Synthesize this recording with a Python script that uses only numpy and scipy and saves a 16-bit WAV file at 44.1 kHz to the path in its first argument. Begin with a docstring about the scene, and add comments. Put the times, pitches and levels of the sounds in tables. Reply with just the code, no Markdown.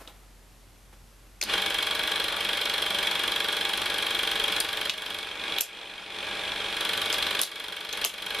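"""Indoors, on a table, a film projector is switched on and clatters at 24 frames a second.
Each frame the claw and shutter cam strike the same contacts, which ring and excite the hollow case;
gears whine at harmonics of the frame rate and the fan rushes. A hand works the levers, and an arm
swings the film gate open and shut, unloading the claw meanwhile. Room air and a low hum lie beneath,
and the loudest clicks make the camera's gain control duck."""
import sys
import numpy as np
from scipy import signal
from scipy.fft import rfft, irfft, next_fast_len
from scipy.io import wavfile
from scipy.ndimage import uniform_filter1d, minimum_filter1d, map_coordinates

SR = 44100
rng = np.random.default_rng(int(sys.argv[2]) if len(sys.argv) > 2 else 0)


def master(y):
    """Save y as 16-bit WAV."""
    cut = np.clip(np.atleast_2d(y).T, -1, 1)
    pcm = np.round(cut * 32767)  # scale
    wavfile.write(sys.argv[1], SR, pcm.astype(np.int16))


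N = 370440
TIME = np.arange(N) / SR
MOTOR_ON_S, FIRST_FRAME_S = 1.423, 1.4975


def amp(db):
    """Decibels as an amplitude ratio."""
    return 10 ** (np.asarray(db) / 20)


def unit(x):
    """Normalisation to rms 1."""
    return x / np.sqrt(np.mean(x ** 2) + 1e-20)


def along(points, hz):
    """Interpolation of (Hz, value) points on a log frequency axis."""
    f, v = np.transpose(points)
    return np.interp(np.log(hz + 1), np.log(f + 1), v)


def curve(rows):
    """Linear interpolation of (seconds, value) rows at every sample."""
    return np.interp(TIME, *np.transpose(rows))


def wobble(rate):
    """Smooth random modulation with rate knots a second."""
    knots = rng.standard_normal(int(N * rate / SR) + 4)
    return map_coordinates(knots, [TIME * rate])


def filtered(x, response):
    """Linear filtering: the spectrum of x times a frequency response."""
    n = x.shape[-1]
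    m = next_fast_len(n + 4096)
    return irfft(rfft(x, m) * response(np.fft.rfftfreq(m, 1 / SR)), m)[..., :n]


def coloured(x, spectrum):
    """Spectral shaping by (Hz, dB) points."""
    return filtered(x, lambda hz: amp(along(spectrum, hz)))


def noise(spectrum, size):
    """Coloured noise of rms 1."""
    return unit(coloured(rng.standard_normal(size), spectrum))


def narrow(centre_hz, width, size):
    """Noise of rms 1 in one resonance; width is a share of its frequency."""
    white = rng.standard_normal(size)
    return unit(filtered(white, lambda hz: 1 / (1 + ((hz / centre_hz - 1) / width) ** 2)))


def fade(t, t60):
    """Exponential decay by 60 dB in t60 seconds."""
    return np.exp(-np.log(1000) * t / t60)


def short_level(x, size=66):
    """Running rms over a millisecond and a half."""
    return np.sqrt(np.abs(uniform_filter1d(x ** 2, size, mode='constant')) + 1e-14)


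def add(track, s, sound):
    """Superposition of a sound on the track at s seconds."""
    start = max(round(s * SR), 0)
    part = track[start:start + len(sound)]
    part += sound[:len(part)]


# Spectrum of the room air. Each row: frequency in Hz, relative level in dB.
AIR_SPECTRUM = [(12, -44), (20, -25), (54, -19.5), (119, -15.5), (156, -23), (211, -22), (256, -23),
                (302, -25.5), (9030, -38.5), (12900, -38.5), (14000, -60)]
# Envelope of the hum. Each row: time in seconds, level in dB.
HUM_LEVELS = [(1.4, -52), (1.7, -60), (5, -60)]

def background(air_db=-57, hum_hz=45.4, side_db=-9):
    """Partly correlated noise gives the air width; a low hum sinks once the machine runs."""
    hum = amp(curve(HUM_LEVELS) + wobble(8)) * np.sin(2 * np.pi * hum_hz * TIME + 0.34 * wobble(6.9))
    mid, side = noise(AIR_SPECTRUM, N), amp(side_db) * noise(AIR_SPECTRUM, N)
    return hum + amp(air_db) * np.array([mid + side, mid - side])


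# Spectrum of a touch or knock on the case. Each row: frequency in Hz, relative level in dB.
KNOCK_SPECTRUM = [(60, -40), (200, -14), (550, -8), (1200, -11), (2500, -16.5), (6000, -25)]
# Nudges of the switch knob. Each row: start in seconds, level in dB.
KNOB_NUDGES = [(.074, -52.5), (.925, -54), (1.258, -62)]

def handling(rub_db=-52, rub_t60=1.0, nudge_s=0.0078):
    """Friction and soft impact: fingers rub the switch knob and nudge it."""
    touch = amp(rub_db + 2.9 * wobble(58)) * fade(TIME, rub_t60)
    for s, db in KNOB_NUDGES:
        age = np.maximum(TIME - s, 0) / nudge_s
        touch += amp(db) * age * np.exp(1 - age)
    return touch * noise(KNOCK_SPECTRUM, N)


# Spectrum of a click's bright snap. Each row: frequency in Hz, relative level in dB.
SNAP_SPECTRUM = [(1000, -40), (2500, -5), (5500, 7), (8500, 3), (10500, 5), (12300, 2.5), (14000, -10)]
# Sharp clicks of switch, levers and gate, and two extra-sharp strokes of the clatter. 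Each row: start
# in seconds, peak level in dB before the bass cut, clack in Hz, snap over clack in dB, snap tilt in
# dB per octave, zing in Hz, zing over clack in dB, t60 in seconds.
SHARP_CLICKS = [(.0758, -36, 3370, -10, -9, 3960, -7, 0.015), (1.4138, -21, 2600, -2, -9, 5350, -7, 0.014),
                (1.426, -21, 4430, -10, -1, 6500, -13, 0.0084), (1.437, -27, 2910, 6, 6, 6500, -6, 0.013),
                (4.6029, -13, 4600, -2, 15, 9360, 3, .011), (4.6063, -22.5, 4500, -2, 1, 4740, 6, 0.017),
                (4.896, -6, 3440, -9, -7, 3760, -6, 0.013), (4.8994, -13, 2880, -12, -8, 3840, -2, 0.02),
                (5.5847, -10.5, 3370, -11, -8, 12500, -9, 0.012), (5.6083, 1, 3020, 5, 1, 12400, 6, 0.0085),
                (5.6168, -10, 5200, 2, 1, 12400, 11, 0.016), (7.1274, -21, 4220, -6, -1, 7240, -7, 0.0037),
                (7.2267, -21, 3480, -23, -6, 4070, -8, .008),
                (7.3928, -21, 3600, -10.5, -6, 4100, -5, 0.0085),
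                (7.4154, -0.5, 3930, 0, 3, 12800, 2.5, 0.0037), (7.433, -7.5, 3700, -3, 8, 3970, -1, 0.014),
                (7.927, -22.5, 4300, -6, 2, 6440, -3, .02), (8.042, -18, 4230, -15, -9, 3060, 3, 0.041),
                (8.0482, -1, 3040, 1, 3, 14000, -4, 0.0063), (8.057, -16, 2950, 0, 1.5, 6600, 9, 0.018)]

def clicks(rise_s=0.0004, knock_db=-22, knock_t60=0.091, clack_width=0.23, zing_width=0.03,
           shiver_db=-23, shiver_t60=0.16, shiver_rise_s=0.0028):
    """Impact excitation: steel clacks and rings, the case knocks and small parts shiver after."""
    t = np.arange(SR // 5) / SR
    track = np.zeros(N)
    onset = 1 - np.exp(-t / rise_s)
    shiver = amp(shiver_db) * (1 - np.exp(-t / shiver_rise_s)) * fade(t, shiver_t60)
    for s, level_db, clack_hz, snap_db, tilt_db, zing_hz, zing_db, t60 in SHARP_CLICKS:
        knock = amp(knock_db) * fade(t, knock_t60) * noise(KNOCK_SPECTRUM, len(t))
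        snap = noise(SNAP_SPECTRUM, len(t))
        # harder contacts are brighter
        snap = filtered(snap, lambda hz: amp(tilt_db * np.log2(np.maximum(hz, 4000) / 8000)))
        metal = narrow(clack_hz, clack_width, len(t)) + amp(snap_db) * snap
        zing = amp(zing_db) * narrow(zing_hz, zing_width, len(t))
        click = onset * (knock + fade(t, t60) * (metal + zing) + shiver * metal)
        add(track, s, amp(level_db) * click / short_level(click).max())
    # the clicks carry almost no bass
    return signal.sosfilt(signal.butter(2, 250, 'high', fs=SR, output='sos'), track)


def start_growl(growl_hz=260, width=0.21, growl_db=-49, peak_s=0.034):
    """Starting transient: the motor growls as it pulls the mechanism up to speed."""
    age = np.maximum(TIME - MOTOR_ON_S, 0) / peak_s
    return amp(growl_db) * age * np.exp(1 - age) * narrow(growl_hz, width, N)


# Swells as the levers bear on the mechanism. 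Each row: centre in seconds, gain in dB.
LOAD_SWELLS = [(1.919, 0), (3.051, 1), (4.54, 1.5), (5.52, 1.5), (7.25, 0), (8.38, 5.5)]

def motor_gain(spin_up_s=0.11, steepness=1.77, run_db=-29.5, surge_db=5, settle_s=0.076, swell_s=0.11):
    """Overshoot and settling: the machine's level surges, steadies and then swells under load."""
    rise = np.clip((TIME - MOTOR_ON_S) / spin_up_s, 0, 1) ** steepness
    surge = np.exp(-np.maximum(TIME - MOTOR_ON_S - spin_up_s, 0) / settle_s)
    load_db = sum(db * np.exp(-((TIME - s) / swell_s) ** 2) for s, db in LOAD_SWELLS)
    return rise * amp(run_db + surge_db * surge + load_db)


# Modes of the hollow case. Each row: frequency in Hz, bandwidth in Hz, gain in dB.
CASE_MODES = [(463, 8.1, -12), (577, 31, -0.5), (780, 35, -3), (934.5, 80, -2), (1085, 17, -5),
              (1182, 17, -3), (1500, 41.5, -7.5), (1640, 24, 2), (1774, 50, -5), (2248, 42, 2.5),
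              (2490, 65, -13), (2840, 85, -4.5), (3190, 67, -1), (3540, 130, -2.5), (4130, 79, -14)]

def hollow_case(x):
    """Modal resonance: the case adds its ringing to x; the result has rms 1."""
    def response(hz):
        return 1 + sum(amp(db) * width / (width + 2j * (hz - centre))
                       for centre, width, db in CASE_MODES)
    return unit(filtered(x, response))


# Spectrum of rattling in the case. Each row: frequency in Hz, relative level in dB.
RATTLE_SPECTRUM = [(50, -56), (100, -20), (300, -16), (460, -8.5), (590, -13), (720, -18), (850, -12),
                   (1300, -5.5), (1600, -5), (2800, -3), (3500, -2.5), (4200, -5), (4380, -9.5),
                   (5200, -11), (6500, -22), (12000, -23), (14000, -49.5)]

def spin_up(grind_db=-2, take_up_s=0.043, softening=0.3):
    """Backlash: slack softens the strokes and the gears grind. Returns stroke gain and grinding."""
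    slack = np.exp(-np.maximum(TIME - FIRST_FRAME_S, 0) / take_up_s)
    grinding = amp(grind_db) * slack * hollow_case(noise(RATTLE_SPECTRUM, N))
    return 1 - softening * slack, grinding


def gate_grip(open_s=5.185, shut_s=6.8, release_s=0.098, take_up_s=0.07,
              shut_db=-4.7, ajar_db=-14.65, swing_db=-23, slack_db=-5):
    """Contact force: the claw takes up its slack, then loses its grip while the gate swings open."""
    ajar = np.clip(np.minimum(TIME - open_s, shut_s - TIME) / release_s, 0, 1)
    swing = np.sin(np.pi * np.clip((TIME - open_s) / (shut_s - open_s), 0, 1)) ** 2
    slack = np.exp(-np.maximum(TIME - FIRST_FRAME_S, 0) / take_up_s)
    return amp(shut_db + ajar_db * ajar + swing_db * swing + slack_db * slack)


def loaded(grip, share):
    """Partial coupling: the gain of a part when a share of its sound follows the grip."""
    return 1 + share * (grip - 1)


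# Gear and motor tones. Each row: multiple of the frame rate (rounded when played), relative level
# in dB, share that follows the grip.
GEAR_HARMONICS = [(4, -30, 0), (8, -28, 0.05), (14, -21.5, 0.66), (18, -23.5, 0.1), (19, -14.5, 0.65),
                  (24, -13.5, 0.49), (26, -18, 0.53), (28, -24.5, 0.15), (33, -19.5, 0.2), (36, -23, 0.1),
                  (45, -17.5, 0.9), (48, -15, 0.68), (49, -17, 0.98), (58, -20, 0.2), (61, -14.5, .95),
                  (62, -14.5, 0.78), (67.77, -18.5, 0.26), (71, -18, 0.65), (93, -15, 0.3)]

def gears(turns, grip, waver_db=2.0, drift_rad=0.36, whine_db=-1):
    """Periodic meshing: slightly unsteady harmonics locked to the shaft, stronger under load."""
    whine = np.zeros(N)
    for multiple, db, share in GEAR_HARMONICS:
        level = amp(db + waver_db * wobble(6)) * loaded(grip, share)
        phase = 2 * np.pi * (round(multiple) * turns + rng.random())
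        whine += level * np.sin(phase + drift_rad * wobble(14))
    return amp(whine_db) * whine


# Spectrum of the fan's rush. Each row: frequency in Hz, relative level in dB.
FAN_SPECTRUM = [(35, -34), (60, -10.5), (150, -15.5), (190, -4.5), (260, -6), (335, 0.5), (590, -3.5),
                (720, -5.5), (860, -2.5), (1300, -3.5), (2400, -1.5), (3400, -3.5), (4150, -3), (4400, -10),
                (6500, -19), (11500, -22.5), (14000, -46.5)]

def fan(fan_db=-6.5):
    """Broadband flow noise, coloured by the modes of the case."""
    return amp(fan_db) * hollow_case(noise(FAN_SPECTRUM, N))


def bearing(sing_hz=8850, sing_db=-30, width=0.012):
    """Narrowband resonance: a bearing sings thinly."""
    return amp(sing_db) * narrow(sing_hz, width, N)


# Spectrum of the trembling table. Each row: frequency in Hz, relative level in dB.
TABLE_SPECTRUM = [(12, -15), (25, 7), (50, 0), (75, -11), (160, -16), (600, -80)]

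def trembling(grip, table_db=-33, buzz_hz=2470, buzz_width=0.045, buzz_db=-13):
    """Forced vibration: the machine shakes the table, and the gate buzzes more the looser it hangs."""
    rumble = amp(table_db) * noise(TABLE_SPECTRUM, N)
    buzz = amp(buzz_db) * (1 - grip) ** 2 * narrow(buzz_hz, buzz_width, N)
    return rumble + buzz


# Contacts in one turn of the cam. Each row: delay in seconds, relative rattle level in dB, ring
# frequency in Hz, ring level in dB, ring t60 in seconds, share that follows the grip.
CAM_CONTACTS = [(-.0035, -3, 4052, 7.5, 0.032, 0.9), (-.0009, -0.5, 3540, 11.5, 0.0099, 0.67),
                (-.0008, -5, 2426, 2, 0.045, .4), (0, -11.5, 550, 2, 0.014, 0),
                (.0016, -3.5, 1630, 10, 0.013, 0.7), (.0055, -2, 1481, 3.5, 0.034, 0.74),
                (0.0134, -7.5, 1424, 2.5, 0.024, .5), (0.015, -13.5, 3490, 3.5, .026, .15),
                (0.018, -7, 3250, 6.5, 0.021, 0.17), (.022, -5.5, 3376, 2, 0.0325, 0.63),
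                (.03, -5.5, 2564, -2, 0.053, 0.8)]

def cam_clatter(frames, grips, rattle_db=-6.0, rattle_t60=0.024, repeat_share=0.28,
                ring_db=-1.0, attack_s=0.00059, detune=0.011, jitter_s=0.00003, scatter_db=0.97):
    """Periodic impacts: each contact rings its own part and rattles the case, much alike each frame."""
    t = np.arange(SR // 20) / SR
    rattles, rings = np.zeros(N), np.zeros(N)
    decay = fade(t, rattle_t60)
    for delay, contact_db, hz, part_db, t60, share in CAM_CONTACTS:
        repeating = np.sqrt(repeat_share) * rng.standard_normal(len(t))
        envelope = amp(part_db) * (1 - np.exp(-t / attack_s)) * fade(t, t60)
        for s, grip in zip(frames, grips):
            force = amp(scatter_db * rng.normal()) * loaded(grip, share)
            strike_s = s + delay + jitter_s * rng.normal()
            rattle = repeating + np.sqrt(1 - repeat_share) * rng.standard_normal(len(t))
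            add(rattles, strike_s, force * amp(contact_db) * decay * rattle)
            ring_s = strike_s + jitter_s * rng.normal()
            ring_hz = hz * (1 + detune * rng.normal())
            add(rings, ring_s, force * envelope * np.sin(2 * np.pi * ring_hz * t))
    return amp(rattle_db) * hollow_case(coloured(rattles, RATTLE_SPECTRUM)) + amp(ring_db) * rings


# Spectrum of the claw sliding on the gate. Each row: frequency in Hz, relative level in dB.
SCRAPE_SPECTRUM = [(2500, -20), (4100, 5), (4500, 3.5), (5300, -1), (7500, -5), (9000, 0), (9800, 6),
                   (10800, -3.5), (12100, 2), (13300, -1), (14200, -22)]

def claw_scrape(frames, grips, lead_s=0.0005, slide_s=0.0019, rise_s=0.0013, fall_s=0.0016,
                scrape_db=-3.5, grain=0.19, tail_db=-14, tail_t60=0.48):
    """Sliding friction: the claw scrapes the gate before it lands and leaves a faint bright ring."""
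    t = np.arange(SR // 16) / SR - 0.01  # zero at the landing
    after = np.maximum(t, 0)
    rise = np.exp(np.minimum((t + slide_s) / rise_s, 0))
    fall = np.exp(-after / fall_s) + amp(tail_db) * fade(after, tail_t60)
    strokes = np.zeros(N)
    for s, grip in zip(frames, grips):
        add(strokes, s - lead_s + t[0], grip * amp(0.66 * rng.normal()) * rise * fall)
    roughness = np.exp(grain * wobble(1500))
    return amp(scrape_db) * strokes * roughness * noise(SCRAPE_SPECTRUM, N)


def claw_ping(frames, grips, claw_hz=3205, bend=0.15, settle_s=0.001398, detune=0.008,
              attack_s=0.0005, t60=0.07, stop_s=0.01, jitter_s=0.00005,
              claw_db=11, uneven_db=0.84, grip_share=0.61, lever_s=4.61, eased_db=-2.0):
    """Damped vibration: the steel claw lands with a ping that drops in pitch and is stopped short."""
    t = np.arange(SR // 50) / SR
    cycles = claw_hz * (t + bend * settle_s * (1 - np.exp(-t / settle_s)))
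    envelope = (1 - np.exp(-t / attack_s)) * fade(t, t60) / (1 + (t / stop_s) ** 8)
    track = np.zeros(N)
    for s, grip in zip(frames, grips):
        # softer once the lever is thrown; weak landings vary more in pitch and level
        force = loaded(grip, grip_share) * amp(eased_db * (s > lever_s))
        ping = envelope * np.sin(2 * np.pi * cycles * (1 + detune / force * rng.normal()))
        start_s = s - attack_s + jitter_s * rng.normal()
        level = force * amp(claw_db + uneven_db / np.sqrt(force) * rng.normal())
        add(track, start_s, level * ping)
    return track


def labouring(centre_s=2.345, width_s=0.045, softening=0.32, grind_hz=1200, grind_db=-9):
    """Amplitude modulation: a few strokes soften as grinding rises. Returns stroke gain and grinding."""
    amount = np.exp(-((TIME - centre_s) / width_s) ** 2)
    grinding = amp(grind_db) * amount * narrow(grind_hz, 0.45, N)
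    return 1 - softening * amount, grinding


# Running speed of the shaft. Each row: time in seconds, rate in frames a second.
FRAME_RATES = [(1.5, 24.14), (2.5, 24.13), (3, 24.11), (5, 24.10), (5.35, 23.92), (5.8, 24.08),
               (6.4, 24.105), (6.9, 23.99), (7.5, 24.04), (8, 24.1)]

def projector():
    """Phase locking: one shaft times cam, claw and gears, over the noise of fan, bearing and table."""
    turns = np.cumsum(curve(FRAME_RATES)) / SR
    turns -= turns[round(FIRST_FRAME_S * SR)]
    starts = np.searchsorted(turns, np.arange(int(turns[-1]) + 1))  # one frame a turn
    grip = gate_grip()
    frames, grips = starts / SR, grip[starts]
    strokes = cam_clatter(frames, grips) + claw_ping(frames, grips) + claw_scrape(frames, grips)
    whirr = gears(turns, grip) + fan() + bearing()
    start_gain, start_grind = spin_up()
    labour_gain, labour_grind = labouring()
    strokes *= start_gain * labour_gain
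    return motor_gain() * (strokes + start_grind + labour_grind + whirr + trembling(grip))


# Reverberation time of the room. Each row: frequency in Hz, t60 in seconds.
ROOM_T60 = [(200, 0.091), (3000, 0.225), (12000, 0.1)]

def reverberation(x):
    """Diffuse decay: after a 4 ms delay, each frequency dies away at its own rate."""
    hz, t, bands = signal.stft(rng.standard_normal(SR // 3), SR, nperseg=256)
    tail = signal.istft(bands * fade(t, along(ROOM_T60, hz)[:, None]), SR, nperseg=256)[1]
    response = np.pad(tail, (SR // 250, 0)) / np.linalg.norm(tail)
    return signal.fftconvolve(x, response)[:N]


# Width of the sound. Each row: frequency in Hz, side level against mid in dB.
SIDE_LEVELS = [(60, -6), (110, -17.5), (200, -21), (370, -26.5), (690, -21.5), (1270, -25.5), (2330, -13),
               (4300, -11.5), (7910, -1), (14600, -3)]

def scattering(mid):
    """Decorrelation: sound from many directions takes random phases, giving a mostly treble side."""
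    bands = signal.stft(mid, nperseg=256)[2]
    spread = signal.istft(bands * np.exp(2j * np.pi * rng.random(bands.shape)), nperseg=256)[1][:N]
    return coloured(unit(spread) * np.std(mid), SIDE_LEVELS)


def scene(room_db=-11):
    """Superposition of direct and diffuse sound, with the projector straight ahead."""
    direct = projector() + clicks() + handling() + start_growl()
    mid = direct + amp(room_db) * reverberation(direct)
    side = scattering(mid)
    return np.array([mid + side, mid - side]) + background()


def held(x, size):
    """Peak hold: the largest of the last size samples."""
    return -minimum_filter1d(-x, size, origin=(size - 1) // 2)


def released(x, release_s):
    """Envelope following: up at once with a positive x, down exponentially."""
    age = TIME / release_s
    return np.exp(np.maximum.accumulate(np.log(x + 1e-9) + age) - age)


def gain_control(x, ceiling_db=-17, release_s=0.27, held_share=0.51, hold_s=0.48,
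                 held_release_s=0.12, window=176):
    """Look-ahead limiting: a loud click cuts the gain; part recovers directly, the rest after a hold."""
    over_db = np.maximum(20 * np.log10(short_level(x.mean(axis=0))) - ceiling_db, 0)
    lasting_db = released(held_share * held(over_db, int(hold_s * SR)), held_release_s)
    cut_db = np.maximum(released(over_db, release_s), lasting_db)
    ahead_db = np.pad(cut_db[window // 2:], (0, window // 2), mode='edge')
    return x * amp(-uniform_filter1d(ahead_db, window))


def record(dry):
    """Compression and band limiting: the camera rides its gain and cuts the highest treble steeply."""
    top_hz = 14250
    return filtered(gain_control(dry), lambda hz: 1 / np.sqrt(1 + (hz / top_hz) ** 140))


dry = scene()
out = record(dry)
master(out)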